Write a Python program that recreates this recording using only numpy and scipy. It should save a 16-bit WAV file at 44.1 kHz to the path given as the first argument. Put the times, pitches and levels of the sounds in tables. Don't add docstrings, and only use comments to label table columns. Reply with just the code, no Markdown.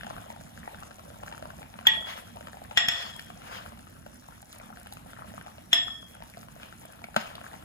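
import sys
import numpy as np
from scipy import signal
from scipy.fft import rfft, irfft, next_fast_len
from scipy.io import wavfile
from scipy.ndimage import uniform_filter1d, map_coordinates

SR = 44100
rng = np.random.default_rng(int(sys.argv[2]) if len(sys.argv) > 2 else 0)


def volts_from_decibels(level):
    exponent = np.asarray(level, float) / 20
    return 10 ** exponent


def int16_out(signal):
    q = np.round(np.clip(np.atleast_2d(signal).T, -1, 1) * 32767)
    wavfile.write(sys.argv[1], SR, q.astype(np.int16))


N = 336924


def unit(x):
    return x / np.sqrt(np.mean(x ** 2) + 1e-20)


def along(points, hz):
    f, v = np.transpose(points)
    return np.interp(np.log(hz + 1), np.log(f + 1), v)


def wobble(rate):
    knots = rng.standard_normal(int(N * rate / SR) + 4)
    return map_coordinates(knots, [np.arange(N) * rate / SR])


def filtered(x, response):
    m = next_fast_len(x.shape[-1] + 8192)
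    return irfft(rfft(x, m) * response(np.fft.rfftfreq(m, 1 / SR)), m)[..., :x.shape[-1]]


def coloured(x, spectrum):
    return unit(filtered(x, lambda hz: volts_from_decibels(along(spectrum, hz))))


# f/Hz, correlation/1
ALIKE = [(70, .985), (200, .85), (350, .35), (620, .75), (1100, .65), (2300, .6), (4000, .25), (6500, .45),
         (8300, .97), (15000, .99)]


def rush(spectrum, patchy_db):
    z = signal.stft(rng.standard_normal((2, N)), nperseg=512)[2]
    field = uniform_filter1d(rng.standard_normal(z.shape[1:]), size=6, axis=0)
    field = uniform_filter1d(field, size=8, axis=1)
    pair = signal.istft(z * volts_from_decibels(patchy_db * unit(field)), nperseg=512)[1][:, :N]

    def mid_side(hz):
        angle = np.arccos(np.clip(along(ALIKE, hz), -1, 1)) / 2
        return volts_from_decibels(along(spectrum, hz)) * [np.cos(angle), np.sin(angle)]

    mid, side = filtered(pair, mid_side)
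    return unit(np.array([mid + side, mid - side]))


def bubbles(s, gain, hz, t60, rise, size):
    t = np.arange(size) / SR
    hz, t60 = hz[:, None], t60[:, None]
    shape = volts_from_decibels(-60 * t / t60) * (1 - np.exp(-t * hz * 2.45))
    wave = gain[:, None] * shape * np.sin(2 * np.pi * hz * t * (1 + rise * t / t60))
    at = np.round(s * SR).astype(int)[:, None] + np.arange(size)
    return np.bincount(at.ravel(), wave.ravel(), N + size)[:N]


def swarm(count, centre_hz, octaves, cycles, spread_db, size):
    when, pitch, loud, sign = rng.random((count, 4)).T
    hz = centre_hz * 2 ** (octaves * (2 * pitch - 1))
    gain = volts_from_decibels(-spread_db * np.log(1.02 - loud)) * np.sign(sign - 0.5)
    return unit(bubbles(when * N / SR, gain, hz, cycles / hz, 0.2, size))


def impulses(s, db):
    return np.bincount(np.round(s * SR).astype(int), volts_from_decibels(db), N)[:N]


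def puffs(s, db, t60):
    fade = volts_from_decibels(-60 * np.arange(2000) / SR / t60)
    return signal.fftconvolve(impulses(s, db), fade)[:N] * rng.standard_normal(N)


# f/Hz, width/Hz, level/dB
FILLED = [(115, 70, -4.5), (221.9, 23, 4), (626, 123, 1.5), (1400, 480, -4.5), (2373, 310, -6.5),
          (2900, 570, -6.5), (6000, 11000, -27.5)]


def full_pot(blows):
    def response(f):
        total = 0
        for k, (centre, width, db) in enumerate(FILLED):
            damping = 1j * f * width
            total = total + (-1) ** k * volts_from_decibels(db) * damping / (centre ** 2 - f ** 2 + damping)
        return total

    return filtered(blows, response)


# t/s, level/dB
BOIL = [(0.0, -49.5), (0.45, -57), (1.87, -57.5), (1.98, -52.5), (2.42, -59.5), (2.77, -56), (2.92, -55),
        (3.19, -59), (3.55, -54), (3.81, -64.5), (4.15, -68), (5.28, -59.5), (6.15, -64), (7.64, -58)]


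def vigour():
    return np.interp(np.arange(N) / SR, *np.transpose(BOIL))


def strays(count):
    when, loud, pitch = rng.random((count, 3)).T
    db = vigour()[(when * N).astype(int)] + 12 + 8 * loud
    return np.transpose([when * N / SR, db, 1200 * 2 ** (0.55 * (2 * pitch - 1))])


# t/s, peak level/dB, f/Hz
POPS = [(0.01, -35, 1570), (0.067, -33, 800), (0.105, -46, 800), (0.302, -31.5, 900), (0.833, -35.5, 1320),
        (1.235, -38, 830), (1.281, -38, 1610), (1.325, -39, 920), (1.505, -39, 1500), (1.629, -38, 1320),
        (2.37, -39.5, 896), (2.471, -37, 1200), (2.713, -35, 900), (3.194, -30, 1780), (3.57, -32.5, 1280),
        (4.065, -45, 814), (4.703, -40.5, 802), (4.772, -42, 1460), (4.87, -40, 1640), (4.924, -38.5, 820),
        (5.133, -38.5, 1400), (5.412, -38, 1500), (5.47, -38.5, 815), (5.882, -32.5, 1250),
        (6.223, -38, 900), (6.632, -33, 2380), (6.726, -39, 1360), (7.018, -45, 886), (7.303, -39.5, 1700),
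        (7.539, -38.5, 870),
        (0.316, -48, 619), (0.409, -44, 622), (0.984, -44, 638), (1.102, -42.5, 595), (1.315, -41, 773),
         (1.425, -36, 619), (1.811, -42, 713), (2.409, -41, 603), (2.57, -39, 802), (3.301, -43, 705),
         (3.729, -51, 641), (4.063, -44, 606), (4.428, -44, 802), (4.6, -44, 643), (4.86, -42, 791),
         (4.914, -51.5, 813), (5.245, -45.5, 622), (5.339, -42.5, 646), (5.463, -40, 807),
         (5.582, -42, 614), (6.204, -43.5, 633), (6.372, -37, 684), (6.563, -43.5, 641), (6.852, -43, 646),
         (7.352, -41, 646), (7.551, -56, 638)]
# t/s, peak level/dB, body level/dB
SPITS = [(0.803, -44.5, -16), (1.276, -54.5, -11), (2.36, -46, -18), (2.6396, -44.5, 0),
         (3.164, -38.5, -16), (3.1966, -44, 10), (3.7908, -48, 6), (4.1434, -47.5, -11.5),
         (4.1719, -52.5, -21), (4.4186, -44, -17.5), (4.5284, -41, 3), (4.5494, -46, -16),
         (4.5852, -44, -21), (4.658, -47, -14), (4.799, -44, -10), (4.8309, -44, -3),
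         (4.8724, -43.5, -13.5), (4.9245, -38.5, 1.5), (4.9357, -37.5, -20), (5.1054, -50.5, -21),
         (5.3453, -47, -24), (5.4256, -49.5, -17), (6.1489, -45, -24), (6.2352, -42.5, -16),
         (6.2992, -45, 2), (6.3794, -47, -2), (6.8553, -43, -6), (6.9232, -42, -17), (7.3543, -46, 13.5),
         (7.452, -48.5, -14)]
# f/Hz, level/dB
FIZZ = [(1000, 11), (2500, 7), (4200, 0.5), (6500, -9), (8000, 1), (10000, 3.5), (13500, 1), (15700, -18.5)]


def bursts():
    s, db, hz = np.vstack([POPS, strays(count=110)]).T
    t60 = 0.018 * (1000 / hz) ** 1.6
    pops = bubbles(s, volts_from_decibels(db + 6.5), hz, t60, 0.019, size=1300)
    jolts = volts_from_decibels(18.5) * full_pot(puffs(s, db, t60=0.006))
    s, db, body_db = np.transpose(SPITS)
    ticks = filtered(puffs(s, db + 3.0, 0.013), lambda f: volts_from_decibels(along(FIZZ, f)) * (f > 5000))
    bodies = filtered(puffs(s, db + body_db + 8, 0.009), lambda f: 1 / (1 + ((f - 4000) / 1300) ** 4))
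    return pops + jolts + ticks + bodies


# t/s, peak level/dB, place on the wall/1 (0 to 2), glancing/1 (0 square, 1 glancing)
CLINKS = [
    (1.868, -9.5, 0.24, 0.26),
    (2.7729, -7.5, 0.84, 0.39),
    (2.884, -14, 1.08, 0.9),
    (5.7293, -8.5, 1.44, 0.26),
]
# level/dB at place 0, place 1, place 2, t60/s
WALL = [(-26, -11.5, -19, 0.29), (-18, -37, -45.5, .38), (-4, -26, -32, .3), (-17, -23, -19, .18),
        (-12.5, -15.5, -25, .25), (-17.5, -14.5, -13.5, 0.42), (0.5, -3, -29, .25), (-2, -5.5, -31.5, 0.24),
        (-13.5, -22, -20, .34), (-22, -6, -45, .15), (-14, -11, -10, .1), (-17.5, -26.5, -44, .44),
        (-25, -21.5, -24, 0.35), (-44.5, -29, -31, .27)]
# level/dB at place 0, place 1, place 2, t60/s
LADLE = [(-14.5, -15.5, -18.5, 0.75), (-16, -16, -13, .4), (-4, -7, 3.5, .5), (-1, -8, 11, .45),
         (-17, -7, -6, .35), (-21, -7.5, -16, .35), (-24, -9, -14, 0.25), (-36, -14, -23, 0.54),
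         (-34.5, -8, -15, .38), (-35, -13, -20, .13), (-33.5, -15.5, -21, 0.49), (-23.5, -13.5, -15.5, .35),
         (-34, -21, -2.5, 0.1), (4.5, -25.5, -8, 0.042)]
WALL_HZ = [689, 793, 877, 1200, 1660, 1810, 1903, 1935, 2200, 2488, 2800, 3095, 3725, 6900]
LADLE_HZ = [3242, 3300, 3330, 3360, 3410, 3483, 3540, 5135, 5265, 5545, 7140, 7285, 9420, 13050]
# f/Hz, level/dB at place 0, place 1, place 2
BOWL = [(1922, -24, -15, -12), (3371, 7.5, -6.5, 7), (5346, -59, -4, -23.5)]
# f/Hz, level/dB
CRACK = [(150, -41), (450, -34), (800, -8.5), (1300, -12), (2000, -5.5), (3400, 3), (4600, -17.5),
         (7500, -12), (8500, -41), (16000, -41)]


def clinks():
    size = 21000
    out, t = np.zeros((2, N + size)), np.arange(size) / SR
    late = t - np.array([[0], [70e-6]])
    scatter = 0.1
    hz = np.c_[WALL_HZ + LADLE_HZ]
    *places_db, t60 = np.transpose(WALL + LADLE)[..., None]
    for s, db, place, glancing in CLINKS:
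        length = 1.08 + 0.72 * glancing
        crack_db = -7 + 3 * glancing
        tick_db = -18.5 + 14.5 * glancing
        level_db = sum(np.clip(1 - abs(place - k), 0, 1) * at_db for k, at_db in enumerate(places_db))
        fade = volts_from_decibels(-60 * t / (t60 * length)) + 0.937 * volts_from_decibels(-60 * t / 0.068)
        drift = rng.standard_normal((2, 2, len(hz), 35))
        size_drift, phase_drift = signal.resample(drift, size, axis=3)
        turns = hz * late[:, None] + scatter * rng.standard_normal((2, len(hz), 1))
        turns += 0.13 * phase_drift * np.tanh(t / 0.08)
        modes = volts_from_decibels(level_db - 18.0 + 4.7 * size_drift) * fade * np.sin(2 * np.pi * turns)
        ring = modes.sum(axis=1)
        for bowl_hz, *bowl_db in BOWL:
            face = bowl_hz * late + scatter * rng.standard_normal((2, 1))
            pulse = np.exp(-((t - 0.0035) / 0.005) ** 2)
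            ring += volts_from_decibels(np.interp(place, range(3), bowl_db) - 2.5) * pulse * np.sin(2 * np.pi * face)
        crack_fade = volts_from_decibels(-60 * t / 0.044) + 0.11 * volts_from_decibels(-60 * t / 0.12)
        crack = volts_from_decibels(crack_db) * crack_fade * coloured(rng.standard_normal(size), CRACK)
        tick = volts_from_decibels(tick_db - 60 * t / 0.018) * coloured(rng.standard_normal(size), FIZZ)
        onset = 1 - np.exp(-(t / 0.001) ** 2)
        start = round(s * SR)
        out[:, start:][:, :size] += volts_from_decibels(db) * (ring + crack + tick) * onset
        swell = np.exp(-t[::-1] / 0.006) * coloured(rng.standard_normal(size), CRACK)
        out[:, :start + 20][:, -size:] += volts_from_decibels(db - 22) * swell
    return out[:, :N]


# t/s, thud level/dB, tone f/Hz, tone level/dB
KNOCKS = [
    (1.854, -48, 1500, -27),
    (7.041, -33.5, 2230, -29),
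    (7.1631, -13, 1400, -11),
]


def knocks():
    s, db, hz, bowl_db = np.transpose(KNOCKS)
    thud = full_pot(impulses(s, db + 16.0) + puffs(s, db + 14, 0.034))
    return thud + bubbles(s, volts_from_decibels(bowl_db), hz, np.array([0.014, 0.018, 0.009]), 0, size=1500)


# t/s at full pressure, rise/s, hold/s, level/dB, edge level/dB
SCRAPE = [
    (2.072, 0.022, 0.033, -42, -5.5),
    (2.914, 0.028, 0.12, -44, 0),
    (3.543, 0.16, 0.02, -44, -7),
    (6.628, 0.069, .005, -52, -7),
    (7.174, 0.0097, 0.029, -40.5, -5.5),
]
# f/Hz, level/dB
RASP = [(250, -28), (450, -5), (700, -2), (1000, 0.5), (1400, -4), (2200, -2.5), (3200, -4.5), (4500, -20)]
# f/Hz, level/dB
EDGE = [(1200, -27.5), (2500, 13), (3800, 11.5), (5200, 8), (7500, -2), (9000, -9), (15700, -50.5)]


def scrape():
    out = np.zeros((2, N))
    crowd = swarm(count=2500, centre_hz=1400, octaves=0.6, cycles=8.7, spread_db=2.5, size=500)
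    rasp = 0.66 * rush(RASP, patchy_db=2.5) + 0.55 * coloured(crowd, RASP)
    edge = rush(EDGE, patchy_db=3)
    chatter = volts_from_decibels(1.6 * wobble(70))
    t = np.arange(N) / SR
    for s, rise, hold, db, edge_db in SCRAPE:
        lifting = np.clip(t - s - hold, 0, None)
        press_db = db - 19 * np.clip(s - t, 0, None) / rise - 111 * lifting
        edge_gain = volts_from_decibels(edge_db - 1.5 - 13.5 * lifting)
        out += volts_from_decibels(press_db + 3.0) * chatter * (rasp + edge_gain * edge)
    return out


# f/Hz, level/dB
RUMBLE = [(22, -54), (40, -5), (55, 0), (105, 1), (135, -3.5), (230, -2), (330, -12), (450, -27),
          (900, -55.5)]
# f/Hz, level/dB
BROTH = [(250, -22), (400, -14), (640, 4), (870, -4), (1050, -5), (1400, -11), (2100, -16.5), (3500, -9),
         (6000, -38), (12000, -40.5)]


def simmer():
    vigour_db = vigour()
    swing_db = vigour_db - vigour_db.mean()
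    rumble_db = -55 + 0.15 * swing_db
    broth_db = vigour_db + 1
    fizz_db = -59.5 + 0.19 * swing_db - 0.05 * np.arange(N) / SR
    surge = wobble(9)

    bed = volts_from_decibels(rumble_db + 1.5 + 2.2 * wobble(12)) * rush(RUMBLE, patchy_db=0.5)
    bed += volts_from_decibels(broth_db - 3.0 + 2.5 * surge) * rush(BROTH, patchy_db=4.1)
    bed += volts_from_decibels(fizz_db + 2.5 + 0.27 * surge + 2.0 * wobble(30)) * rush(FIZZ, patchy_db=2.2)
    jet = filtered(rng.standard_normal((2, N)), lambda hz: 1 / (1 + ((hz - 5700) / 90) ** 2))
    bed += volts_from_decibels(-74.5 + 2.5 * wobble(5.6)) * unit(jet)

    middling = swarm(count=900, centre_hz=1200, octaves=1.0, cycles=10.0, spread_db=6.0, size=700)
    low = swarm(count=300, centre_hz=656, octaves=0.31, cycles=22, spread_db=-0.5, size=2000)
    deep = swarm(count=150, centre_hz=183, octaves=0.39, cycles=14.0, spread_db=2.5, size=3000)
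    tiny = swarm(count=4000, centre_hz=8900, octaves=0.83, cycles=6, spread_db=3.0, size=60)
    crowd = volts_from_decibels(broth_db - 0.9 + 5.0 * surge) * middling
    crowd += volts_from_decibels(broth_db - 4.0 + 2.44 * wobble(7.6)) * low
    crowd += volts_from_decibels(rumble_db - 5.0) * deep
    crowd += volts_from_decibels(fizz_db - 3.0 + 2.7 * wobble(25)) * tiny
    return bed, crowd


# f/Hz, t60/s
KITCHEN = [(200, 0.32), (1500, 0.358), (5000, 0.37), (12000, 0.034)]


def kitchen(x):
    hz, t, z = signal.stft(rng.standard_normal((2, SR // 2)), SR, nperseg=256)
    hz = hz[:, None]
    decay = volts_from_decibels(-60 * t / along(KITCHEN, hz)) / (1 + (hz / 6500) ** 4)
    tail = signal.istft(z * decay, SR, nperseg=256)[1]
    delayed = np.pad(x, (150, 0))[None]
    return signal.fftconvolve(delayed, tail / np.linalg.norm(tail[0]), axes=1)[:, :N]


def scene():
    bed, crowd = simmer()
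    soup, thud, ring = crowd + bursts(), knocks(), clinks()
    room = kitchen(volts_from_decibels(-13.5) * soup + volts_from_decibels(-18) * thud + volts_from_decibels(-11) * ring[0])
    return soup + thud + ring + room + bed + scrape()


# f/Hz, phase lead/rad
LEAD = [(0, 0), (450, -1.7), (750, -1.9), (1000, -3.1), (1700, -6.3), (2100, -8.3), (3300, -9.2),
        (5000, -11.6), (5700, -10.3), (6100, -8.2), (7000, -6.28), (16680, 12.57)]
# f/Hz, level/dB
TILT = [(85, -.5), (160, -4.5), (330, -5), (650, .5), (1400, 7), (2000, 2.5), (4200, 2), (5500, -1),
        (8000, .5), (15000, 0)]


def ports(dry):
    half = np.array([[-0.5], [0.5]])

    def response(hz):
        lead = half * np.interp(hz, *np.transpose(LEAD))
        return volts_from_decibels(-half * along(TILT, hz)) * np.exp(1j * lead) * (hz < 15800)

    return filtered(dry, response)


def low_pass(x):
    return signal.sosfilt(signal.butter(12, 15780, fs=SR, output="sos"), x)


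def record(dry):
    return low_pass(ports(dry))


dry = scene()
out = record(dry)
int16_out(out)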